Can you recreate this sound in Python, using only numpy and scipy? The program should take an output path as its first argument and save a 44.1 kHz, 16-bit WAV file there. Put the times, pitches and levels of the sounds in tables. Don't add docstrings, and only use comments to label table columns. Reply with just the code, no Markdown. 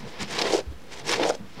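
import sys
import numpy as np
from scipy import signal
from scipy.fft import rfft, irfft
from scipy.io import wavfile
from scipy.ndimage import uniform_filter1d

SR = 44100
rng = np.random.default_rng(int(sys.argv[2]) if len(sys.argv) > 2 else 0)


def file_out(sig):
    cols = np.atleast_2d(sig).T
    lim = np.clip(cols, -1, 1)
    pcm = np.round(lim * 32767).astype(np.int16)
    wavfile.write(sys.argv[1], SR, pcm)


N = 70560

# (t/s, level/dB, share of fine grit/dB)
FIRST_RUB = [(0, -46, -9), (.03, -49, -22), (.084, -44.5, -10), (.105, -51, -7), (.138, -43.5, -28),
             (.18, -45.5, -23), (.21, -34, -10), (.228, -36.5, -1), (.238, -39.5, -19), (.268, -46.5, -16),
             (.304, -37.5, -6), (.375, -31.5, -14), (.398, -30.5, -10), (.408, -31.5, -9),
             (.423, -31.5, -14), (.433, -37.5, -9), (.468, -28, -17.5), (.495, -32, -10), (.52, -34.5, -4),
             (.53, -32, -1.5), (.555, -35.5, -1.5), (.585, -38, -5), (.607, -41, -12), (.616, -56.5, -20)]
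BRUSH_BACK = [(.65, -66, -5), (.82, -59.5, -7)]
SECOND_RUB = [(.86, -59, -12), (.91, -49.5, -12), (.922, -41.5, -10), (.942, -42, -5), (.955, -47.5, -7),
              (0.999, -41, -7.5), (1.03, -52.5, -17), (1.082, -33.5, -1), (1.103, -27, -9),
              (1.117, -28.5, -3), (1.14, -24.5, -17), (1.155, -30.5, -13.5), (1.18, -35.5, -9.5),
              (1.227, -32.5, -21), (1.234, -24.5, -36), (1.244, -30.5, -14), (1.28, -37, -3.5),
              (1.293, -39.5, 2), (1.306, -35, -2), (1.312, -46, -16), (1.346, -48.5, -0.5),
              (1.353, -49.5, 4), (1.363, -55, -18), (1.42, -62, -6), (1.555, -52, -11), (1.585, -45.5, -35)]
# (f/Hz, level/dB)
MUD_TONE = [(50, -25), (150, -14), (400, 1), (800, 0.5), (1300, 0.5), (2100, 2), (3600, -1), (5400, -4),
            (7000, -18), (10000, -25), (15500, -40)]
GRIT_TONE = [(1000, -23), (3500, -3), (5800, 3.5), (8000, -5), (10000, -13), (12500, -21.5), (15500, -33)]
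# (f/Hz, width/Hz, level/dB)
UPPER_RINGS = [(847, 18, -2), (1008, 125, 0.5), (1703, 34, -2), (2183, 240, -9.5), (2740, 23, -18.5),
               (3237, 53, -7), (3600, 48, -6), (3840, 51, -11.5), (4980, 27, -14.5), (5190, 53, -10),
               (7180, 160, -7), (9150, 66, -8)]
# (t/s, level/dB)
FIRST_PRESS = [(0, -65), (.055, -40.5), (.11, -50), (.18, -46.5), (.222, -38.5), (.27, -50), (.31, -38),
               (.37, -37.5), (.405, -27.5), (.43, -30), (.465, -27.5), (.5, -33), (.55, -25), (.572, -33.5),
               (.605, -29.5), (.62, -52), (.66, -61)]
SECOND_PRESS = [(.84, -55), (.94, -48), (1.0, -44.5), (1.04, -47), (1.1, -27.5), (1.145, -36),
                (1.18, -30.5), (1.23, -24.5), (1.275, -27), (1.305, -26.5), (1.322, -34), (1.353, -40),
                (1.37, -52.5), (1.46, -60), (1.55, -58), (1.585, -51), (1.6, -39.5)]
# (f/Hz, time to fade by 60 dB/s, level/dB)
SHOE_RINGS = [(321.2, 0.081, -7), (434, 0.062, -3.5), (477.6, 0.054, 2), (531, 0.026, 1), (652, 0.043, -3),
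              (764, 0.026, -2.5), (852, 0.068, -7), (978, 0.018, -6)]
# (f/Hz, level/dB)
HOLLOW_TONE = [(60, -32.5), (200, -8), (255, -9.5), (300, 0.5), (380, 0), (850, 2), (1150, -0.5),
               (3000, -11)]
# (t/s, f/Hz)
GROAN_PITCH = [(.3, 448.3), (.405, 469.3), (.455, 391.6), (.53, 398.4), (.59, 471.1), (1.11, 440.7),
               (1.24, 489.3), (1.27, 576.6), (1.3, 662.5), (1.35, 534)]
# (f/Hz, level/dB)
SHAFT_FLEXES = [(.04, -39.5, .03), (.225, -34.5, 0.016), (.4, -43, 0.15), (.945, -48, 0.017),
                (1.06, -45.5, 0.049), (1.23, -41, 0.08), (1.408, -39, 0.0066), (1.44, -43.5, 0.019),
                (1.588, -38.5, .013)]
SHAFT_TONE = [(40, -20), (85, -15.5), (140, -2), (205, -2), (290, -11.5), (600, -25.5), (950, -22),
              (1300, -27.5), (2500, -62)]
# (f/Hz, level/dB)
MUD_CRUMBS = [(0.222, -34, 0.0013, 4500, -6), (.3880, -22.5, 0.0017, 3990, 0),
              (0.415, -21.5, 0.0016, 3310, -5), (0.4196, -22, 0.0014, 5050, 0.5),
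              (0.524, -30, 0.0016, 4420, 2), (0.54, -25.5, .001, 5600, -1), (1.0927, -29, 0.00059, 5500, 8),
              (1.135, -25, 0.0012, 2200, -3), (1.139, -27, 0.0024, 1740, -4),
              (1.288, -31.5, 0.003, 6730, -3), (1.3070, -36, 0.0012, 4980, 6)]
CRUMB_TONE = [(60, -45), (300, 0.5), (1200, -5), (2500, -3.5), (5400, -0.5), (7500, -20), (15500, -35)]
# (t/s, level/dB, f/Hz, rise/cycles, share of the upper's sharp bite/dB)
SOLE_SLIPS = [(.4535, -15.5, 380, 0.5, -30), (.4839, -24, 480, 0.77, -26), (0.5065, -15, 406, 0.34, -26),
              (0.5349, -10, 473, 0.44, -29), (0.5466, -11.5, 392, 0.95, -28), (.5566, -19, 635, 1.1, -15),
              (0.5768, -24, 493, 0.91, -26), (0.5865, -20, 476, 1.2, -18), (.5940, -27, 520, 0.87, -22),
              (1.1971, -12, 584.7, 0.32, -19), (1.2072, -18, 292, 1.33, -24), (1.2219, -30, 497, 1.3, -10),
              (1.25, -18, 498, 1.4, -9), (1.2610, -17.5, 590, 0.88, -12), (1.2820, -20.5, 683, 1.1, -24),
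              (1.2987, -9.5, 544, 0.46, -13.5), (1.3051, -15, 596.4, 0.96, -7),
              (1.3395, -25.5, 490.8, 0.6, -13), (1.3504, -26.5, 530, 0.63, -20)]
# (t/s, level/dB, f/Hz, rise/cycles)
FLOOR_THUDS = [(.666, -28, 68, 1.18), (.691, -38, 106, 0.92), (.740, -45, 63.4, 0.77)]
# (f/Hz, level/dB)
MAT_CRUMPLES = [(.667, -50, 0.011), (.723, -47, 0.013)]
MAT_TONE = [(100, -18), (270, 5), (450, -4.5), (1000, -15), (4000, -19), (15000, -43)]
# (f/Hz, level/dB)
AIR_TONE = [(20, -8), (40, -6.5), (70, -6.5), (170, -6), (280, -8), (600, -18.5), (1300, -18.5),
            (3000, -24), (6000, -35), (10000, -37.5), (15500, -41.5)]
# (f/Hz, level/dB)
SIDE_TONE = [(100, -75), (1200, -67), (2500, -55), (5000, -12), (9000, -6.5), (14000, -3)]

TIME = np.arange(N) / SR
SMALL_SLIPS_PER_S, SMALL_SLIP_SPREAD_DB = 900, 2.5


def undb(db):
    return 10 ** (np.asarray(db) / 20)


def unit(x):
    return x / np.sqrt(np.mean(x ** 2))


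def curve(rows, column=1):
    rows = np.array(rows)
    return np.interp(TIME, rows[:, 0], rows[:, column])


def colour(x, tone):
    hz, db = np.array(tone).T
    f = np.maximum(np.fft.rfftfreq(2 * N, 1 / SR), 1)
    gain = undb(np.interp(np.log(f), np.log(hz), db))
    cepstrum = irfft(np.log(gain))
    cepstrum[1:N] *= 2
    cepstrum[N + 1:] = 0
    return irfft(rfft(x, 2 * N) * np.exp(rfft(cepstrum)))[:N]


def noise(tone):
    return unit(colour(rng.standard_normal(N), tone))


def wander(per_s):
    return unit(np.interp(TIME * per_s, np.arange(N), rng.standard_normal(N)))


def grains(per_s, spread_db):
    clicks = (rng.random(N) < per_s / SR) * rng.choice([-1, 1], N)
    return clicks * undb(spread_db * np.minimum(rng.exponential(size=N), 5))


def steady(x, samples):
    power = uniform_filter1d(uniform_filter1d(x ** 2, samples), samples)
    return x / np.sqrt(power + 1e-12)


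def swells(rows):
    return sum(undb(db) * np.exp(-.5 * ((TIME - at) / half) ** 2) for at, db, half in rows)


def burst(at, rise):
    age = np.maximum(TIME - at, 0) / rise
    return age * np.exp(1 - age)


def knocks(rows):
    return sum(undb(db) * burst(at, cycles / hz) * np.sin(2 * np.pi * hz * (TIME - at))
               for at, db, hz, cycles in rows)


def rub():
    rows = FIRST_RUB + BRUSH_BACK + SECOND_RUB
    chatter = unit(undb(1.5 * wander(per_s=200)))
    mud = colour(grains(per_s=6000, spread_db=1), MUD_TONE)
    mud = undb(0.5) * steady(shoe_upper(mud), samples=500)
    grit = colour(grains(per_s=2200, spread_db=3.5), GRIT_TONE)
    grit = undb(1.5) * steady(shoe_upper(grit), samples=500)
    sand = undb(-2) * steady(sand_pings(), samples=700)
    fine_share = undb(curve(rows, column=2))
    return undb(curve(rows)) * chatter * (mud + fine_share * (grit + sand))


def shoe_upper(x):
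    t = TIME[:N // 16]
    ring = sum(undb(db) * 2 * np.pi * width / SR * np.exp(-np.pi * width * t) * np.cos(2 * np.pi * hz * t)
               for hz, width, db in UPPER_RINGS)
    return x + signal.fftconvolve(x, ring)[:N]


def sand_pings(per_s=900, low_hz=2825, high_hz=9480, fade_cycles=8, spread_db=2.5):
    out, t = np.zeros(N + 600), TIME[:600]
    for when, pitch, strength in rng.random((int(per_s * N / SR), 3)):
        hz = low_hz * (high_hz / low_hz) ** pitch
        start = int(when * N)
        size = undb(-spread_db * np.log(max(strength, .02)))
        out[start:start + len(t)] += size * np.exp(-t * hz / fade_cycles) * np.sin(2 * np.pi * hz * t)
    return out[:N]


def judder():
    ring = hollow_shoe(grains(SMALL_SLIPS_PER_S, SMALL_SLIP_SPREAD_DB))
    body = steady(colour(ring, HOLLOW_TONE), samples=600)
    pressure = undb(curve(FIRST_PRESS + SECOND_PRESS))
    return pressure * (undb(-2.5) * body + undb(-4) * groan())


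def hollow_shoe(x):
    t = TIME[:N // 8]
    ring = sum((-1) ** k * undb(db) * np.exp(-np.log(1000) * t / fade) * np.sin(2 * np.pi * hz * t)
               for k, (hz, fade, db) in enumerate(SHOE_RINGS))
    return signal.fftconvolve(x, ring / np.abs(rfft(ring)).max())[:N]


def groan(width_hz=70):
    kicks = grains(SMALL_SLIPS_PER_S, SMALL_SLIP_SPREAD_DB) * np.exp(2j * np.pi * rng.random(N))
    wobble = signal.sosfilt(signal.butter(2, width_hz, fs=SR, output="sos"), kicks)
    note = np.exp(2j * np.pi * np.cumsum(curve(GROAN_PITCH)) / SR)
    return steady((wobble * note).real, samples=600)


def shaft():
    return swells(SHAFT_FLEXES) * steady(noise(SHAFT_TONE), samples=1000)


def crumbs():
    bursts = sum(undb(db) * burst(at, rise) for at, db, rise, _, _ in MUD_CRUMBS)
    crunch = bursts * steady(noise(CRUMB_TONE), samples=150)
    rings = knocks([(at, db + ring_db, hz, rise * hz) for at, db, rise, hz, ring_db in MUD_CRUMBS])
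    return shoe_upper(crunch) + rings


def big_slips(bite_hz=1410, bite_cycles=1.4):
    knock = colour(knocks([row[:4] for row in SOLE_SLIPS]), HOLLOW_TONE)
    bite = knocks([(at, db + bite_db, bite_hz, bite_cycles) for at, db, _, _, bite_db in SOLE_SLIPS])
    return knock + undb(-24) * hollow_shoe(knock) + bite


def floor_and_mat():
    return knocks(FLOOR_THUDS) + swells(MAT_CRUMPLES) * noise(MAT_TONE)


def room_echo(x, fade_s=0.22, delay_s=.004):
    tail = rng.standard_normal(N) * np.exp(-np.log(1000) * TIME / fade_s) * (TIME > delay_s)
    return undb(-16.5) * signal.fftconvolve(x, tail / np.linalg.norm(tail))[:N]


def scene(air_db=-49):
    near = rub() + crumbs() + judder() + big_slips() + shaft() + floor_and_mat()
    middle = near + room_echo(near) + undb(air_db) * noise(AIR_TONE)
    delayed = undb(-10.5) * np.roll(near, 40)
    side = colour(delayed + room_echo(near) + undb(air_db) * noise(AIR_TONE), SIDE_TONE)
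    return np.array([middle + side, middle - side])


def record(dry, top_hz=15750, offset=.009):
    return signal.sosfilt(signal.ellip(10, .2, 80, top_hz, fs=SR, output="sos"), dry) + offset


dry = scene()
out = record(dry)
file_out(out)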